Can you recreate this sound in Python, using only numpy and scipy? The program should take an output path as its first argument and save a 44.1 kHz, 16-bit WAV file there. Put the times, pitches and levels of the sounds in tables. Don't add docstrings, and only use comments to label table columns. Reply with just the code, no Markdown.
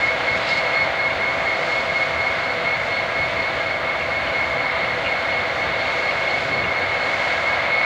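import sys
import numpy as np
from scipy import signal
from scipy.fft import rfft, irfft, next_fast_len
from scipy.io import wavfile
from scipy.ndimage import uniform_filter1d, map_coordinates

SR = 44100
rng = np.random.default_rng(int(sys.argv[2]) if len(sys.argv) > 2 else 0)


def store_pcm(level_fs):
    pcm = np.round(np.clip(level_fs, -1, 1) * 32767).astype(np.int16)
    wavfile.write(sys.argv[1], SR, np.atleast_2d(pcm).T)


def level_to_linear(level):
    exponent = np.asarray(level, float) / 20
    return 10 ** exponent


N = 346185
T = np.arange(N) / SR
SHAFT_HZ = 4.171


def unit(x):
    return x / np.sqrt(np.mean(np.abs(x) ** 2) + 1e-20)


def curves(rows):
    s, *cols = np.transpose(rows)
    return [np.interp(T, s, c) for c in cols]


def bumps(times, widths):
    return np.exp(-((T - np.c_[times]) / np.c_[widths]) ** 2)


def wobble(rate):
    knots = rng.standard_normal(int(N * rate / SR) + 4)
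    return map_coordinates(knots, [T * rate])


def noise(spectrum, repeat=0):
    m = next_fast_len(N + SR)
    hz = np.fft.rfftfreq(m, 1 / SR)
    f, db = np.transpose(spectrum)
    colour = level_to_linear(np.interp(np.log(hz + 1), np.log(f + 1), db, -120, -120))
    comb = 1 / (1 - np.clip(repeat, 0, .97) * np.exp(-2j * np.pi * hz / SHAFT_HZ))
    white = rfft(rng.standard_normal(m))
    return unit(irfft(white * colour * comb, m)[:N])


def blur(width_hz):
    return unit(wobble(width_hz) + 1j * wobble(width_hz))


def line(hz, db, gain):
    return level_to_linear(db) * np.sqrt(2) * np.real(gain * np.exp(2j * np.pi * hz * T))


# (time [s], engine effort [dB], air leak pressure [dB])
YARD_EFFORT = [(0, 0, 0.5), (.7, 1, 1), (1.24, 0, -1), (1.71, .5, 2), (2.19, -.5, -0.5), (3.5, -.5, 0),
               (3.8, -0.5, -4), (4.1, 0, -1.5), (5.1, 0.5, -1), (5.5, 0.5, -1), (6.43, 1, 3.5),
               (6.6, -.5, -1.5), (7.26, 2, 2), (7.85, 1.5, -0.5)]


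def engine():
    effort_db, leak_db = curves(YARD_EFFORT)
    moving = shaft(effort_db) + roar(effort_db) + fans(effort_db, leak_db)
    return exhaust(effort_db) + moving + leaking_air(leak_db)


# (frequency [Hz], level [dB per Hz])
EXHAUST_COLOUR = [(13, -50.5), (22, -29), (75, -0.5), (156, -2.5), (204, -6), (261, -5), (368, -6),
                  (452, -7.5), (470, -1), (610, -31), (1030, -120)]
# (time [s], extra level [dB], half width [s])
EXHAUST_BEATS = [
    (.35, 2.5, .05),
    (1.19, 1.5, 0.046),
    (3.21, 3.5, .05),
    (3.39, 4.5, .05),
    (4.9, 1, .05),
    (5.68, 2.5, .05),
    (6.6, 4, .12),
    (7.6, -1.5, 0.25),
]


def exhaust(effort_db):
    s, beat_db, half_width = np.transpose(EXHAUST_BEATS)
    level_db = -38 - .3 * effort_db + beat_db @ bumps(s, half_width)
    return level_to_linear(level_db) * (noise(EXHAUST_COLOUR) + level_to_linear(-5) * noise(EXHAUST_COLOUR, repeat=.85))


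# (frequency [Hz], level [dB per Hz])
BLOCK_COLOUR = [(200, -58.5), (250, -15.5), (320, -17), (478, -15.5), (490, -2.5), (600, -2.5), (645, -2.5),
                (690, -3.5), (725, -0.5), (745, -6.5), (790, -3), (830, -11), (980, -16), (1100, -20),
                (1400, -40)]


def shaft(effort_db):
    turning = level_to_linear(-30 + .8 * effort_db) * noise(BLOCK_COLOUR, repeat=.92) + gears()
    hunting = T + .00022 * wobble(2.6)
    return map_coordinates(turning, [hunting * SR], mode="nearest")


# (frequency [Hz], level [dB rms], smear width [Hz], steady share)
GEAR_LINES = [(404, -51, 0.92, 1.2), (991, -45, 6, 0.96), (1190, -45, 7, 0.34), (1500, -48, 10, 0.33),
              (1637, -40, 25, .2), (1671, -43.5, 18, 0.17), (3550, -48.5, 50, .1)]


def gears():
    turns = 2 * np.pi * SHAFT_HZ * T
    cam_teeth, runout = 158, 1.1
    cam = level_to_linear(-35.5) * np.sqrt(2) * np.sin(cam_teeth * turns + runout * np.sin(turns))
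    throb = 1 + .7 * np.cos(np.pi * SHAFT_HZ * (T - .2))
    out = cam + throb * line(493, -43, unit(2 + blur(3)))
    for hz, db, width, steady in GEAR_LINES:
        out += line(hz, db, unit(steady + blur(width)))
    return out


# (frequency [Hz], level [dB per Hz])
ROAR_COLOUR = [(380, -51.5), (476, -10.5), (495, -6), (800, -2.5), (900, -1), (1300, 0.5), (1800, -1.5),
               (2050, 2.5), (2150, 8), (2260, 1.5), (2500, -22.5), (3000, -50)]


def roar(effort_db):
    return level_to_linear(-25.5 + .8 * effort_db + .67 * wobble(7.5)) * noise(ROAR_COLOUR)


# (frequency [Hz], level [dB per Hz])
FAN_COLOUR = [(1350, -24.5), (2300, -4.5), (2460, -5), (2930, -8.5), (3460, -10), (4070, -12.5),
              (4400, -11), (4700, -24), (6110, -46), (10300, -120)]


def fans(effort_db, leak_db):
    level_db = -32.5 + .73 * effort_db + .3 * leak_db + .67 * wobble(9)
    return level_to_linear(level_db) * noise(FAN_COLOUR)


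# (frequency [Hz], level [dB per Hz])
AIR_COLOUR = [(2650, -29), (4500, -4.5), (4660, -3.5), (5350, -10.5), (7080, -14.5), (8020, -23.5),
              (10500, -36), (13600, -64), (22000, -120)]


def leaking_air(leak_db):
    return level_to_linear(-46 + leak_db + .77 * wobble(7)) * noise(AIR_COLOUR)


# (time [s], load [dB], steady tone between swells relative to load [dB], octave relative to load
# [dB])
BLOWER_LOAD = [(0, -23.5, -19, -27), (.55, -24, -11, -20.5), (.8, -22.5, -12, -18.5),
               (1.3, -26.5, -8, -23.5), (1.8, -25, -9, -18), (2.2, -25.5, 1, -20), (2.7, -24.5, -12, -21),
               (3.2, -24.5, -15, -17), (3.7, -27.5, -3, -22.5), (4.2, -27.5, -6, -22), (4.5, -25, -6, -23),
               (5, -30, -11, -23), (5.35, -27.5, -15, -21), (5.8, -32.5, 6, -13.5), (6.3, -26, -0.5, -16.5),
               (6.9, -27, 2, -19.5), (7.45, -25.5, -5.5, -21), (7.85, -22, 2, -21)]


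def whine():
    load_db, lull_db, octave_db = curves(BLOWER_LOAD)
    first_s, turn_s, swell_s = .074, .2402, .135
    count = int(N / SR / turn_s) + 2
    chance = rng.standard_normal((count, 2))
    middle = first_s + turn_s * np.arange(count) + .004 * chance[:, 0]
    turn = np.round((T - first_s) / turn_s).astype(int)
    since_s = T - middle[turn]
    u = since_s / swell_s
    loaded = 1 / (1 + (2 * u) ** 6)
    climb = uniform_filter1d(np.where(np.abs(u + .05) < .7, u, 0), size=400)
    mesh_hz = 2175 + 1.4 * T + 36 * climb + 5 * wobble(30)
    angle = 2 * np.pi * np.cumsum(mesh_hz) / SR
    quarters = 1 - (.38 - .025 * T) * np.cos(8 * np.pi * SHAFT_HZ * (since_s + .005))
    mesh_rough = unit(1 + .25 * blur(50))
    octave_rough = unit(1 + .75 * blur(110))
    lull = level_to_linear(load_db + lull_db - 2.5) * (1 - loaded) * unit(.96 + blur(60)) * np.exp(2j * np.pi * 2182 * T)
    mesh = level_to_linear(load_db + .5 + .8 * chance[turn, 1]) * loaded * quarters * mesh_rough
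    bites = .15 + 1.35 * np.exp(-((u + .16) / .2) ** 2) + .9 * np.exp(-((u - .24) / .17) ** 2)
    octave = level_to_linear(load_db + octave_db + 3) * bites * octave_rough
    whole = mesh * np.exp(1j * angle) + lull + octave * np.exp(1j * 1.981 * angle)
    return np.sqrt(2) * np.real(whole)


# (frequency [Hz], level [dB per Hz])
HISS_COLOUR = [(5000, -25), (8500, -2.5), (9880, -10.5), (15200, -8.5), (15730, -10), (15760, -120)]
# (frequency [Hz], level [dB rms])
SCAN_WHISTLES = [(8629, -81.5), (9351, -84), (10072, -83), (10788, -79.5), (11509, -81.5), (12225, -81),
                 (12586, -91), (12947, -85), (13668, -86.5), (14029, -89), (14384, -86), (15106, -87.5),
                 (15466, -83), (15735, -82.5)]


def camera_noise():
    out = level_to_linear(-65.5) * noise(HISS_COLOUR)
    for hz, db in SCAN_WHISTLES:
        out += line(hz, db, unit(4 + blur(6)))
    return out


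# (frequency [Hz], level [dB per Hz])
NOZZLE_COLOUR = [(2200, -33), (2700, 3), (3300, -1), (3900, 4), (4600, -1.5), (5200, -6), (5500, -16),
                 (7500, -23), (9000, -36.5)]
# (time [s], rush [dB], bright hiss [dB], half width [s])
AIR_PUFFS = [
    (.07, -41, -54, .04),
    (.375, -42, -43, .01),
    (.5, -32.5, -46, 0.033),
    (.58, -36, -45, 0.01),
    (.72, -48, -52, .04),
]


def air_line():
    def passed(s, soft_s):
        return .5 + .5 * np.tanh((T - s) / soft_s)

    cut_s = .59
    snapped = passed(cut_s, .008)
    build_db = -32 + 38 * np.minimum(T - cut_s, 0)
    build = level_to_linear(build_db) * passed(.22, .04) * (1 - snapped)
    linger = level_to_linear(-43) * snapped * (1 - passed(.67, .03))
    flow = build + linger
    s, rush_db, bright_db, half_width = np.transpose(AIR_PUFFS)
    puffs = bumps(s, half_width)
    rush = level_to_linear(1.5 * wobble(40)) * (flow + level_to_linear(rush_db) @ puffs) * noise(NOZZLE_COLOUR)
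    bright = (level_to_linear(-17) * flow + level_to_linear(bright_db) @ puffs) * noise(AIR_COLOUR)
    return rush + bright


# (time [s], peak level [dB], pitch [Hz])
VALVE_TICKS = [(0.5893, -27, 2880), (1.1044, -25.5, 2720), (3.5832, -34, 2930), (4.0078, -24, 2720),
               (4.272, -26, 2910), (5.044, -26, 2760), (5.061, -18.5, 2780), (5.3226, -25, 2860),
               (5.8527, -25, 2740), (6.108, -24, 2770), (6.6386, -23.5, 2780)]
# (time [s], peak level [dB], pitch [Hz])
FITTING_CLINKS = [
    (.49, -29, 5010),
]
# (ratio to the tick's pitch, level [dB])
CAP_MODES = [(.84, -3), (.89, 0), (.97, -5), (1, 1.5), (1.035, -5), (1.07, -10.5)]


def valve():
    events = [*VALVE_TICKS, *FITTING_CLINKS]
    out, t = np.zeros(N + SR), np.arange(SR // 5) / SR
    chance = rng.standard_normal((len(events), len(CAP_MODES)))
    shape = level_to_linear(-60 * t / .09) * (1 - np.exp(-(t / .002) ** 2))
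    for (s, db, hz), spread in zip(events, chance):
        ring = 0
        for (ratio, level), d in zip(CAP_MODES, spread):
            ring = ring + level_to_linear(level + d) * np.sin(2 * np.pi * ratio * hz * t + 3 * d)
        out[round(s * SR) - 60:][:len(t)] += level_to_linear(db - 4) * shape * ring
    return out[:N]


def scene():
    return (engine() + whine() + air_line() + valve())[None]


def roll_off(x):
    return signal.sosfilt(signal.butter(12, 16800, fs=SR, output="sos"), x)


def record(dry):
    splice = np.clip(np.minimum(T, T[::-1]) / .001, 0, 1)
    return roll_off(splice * dry + camera_noise())


dry = scene()
out = record(dry)
store_pcm(out)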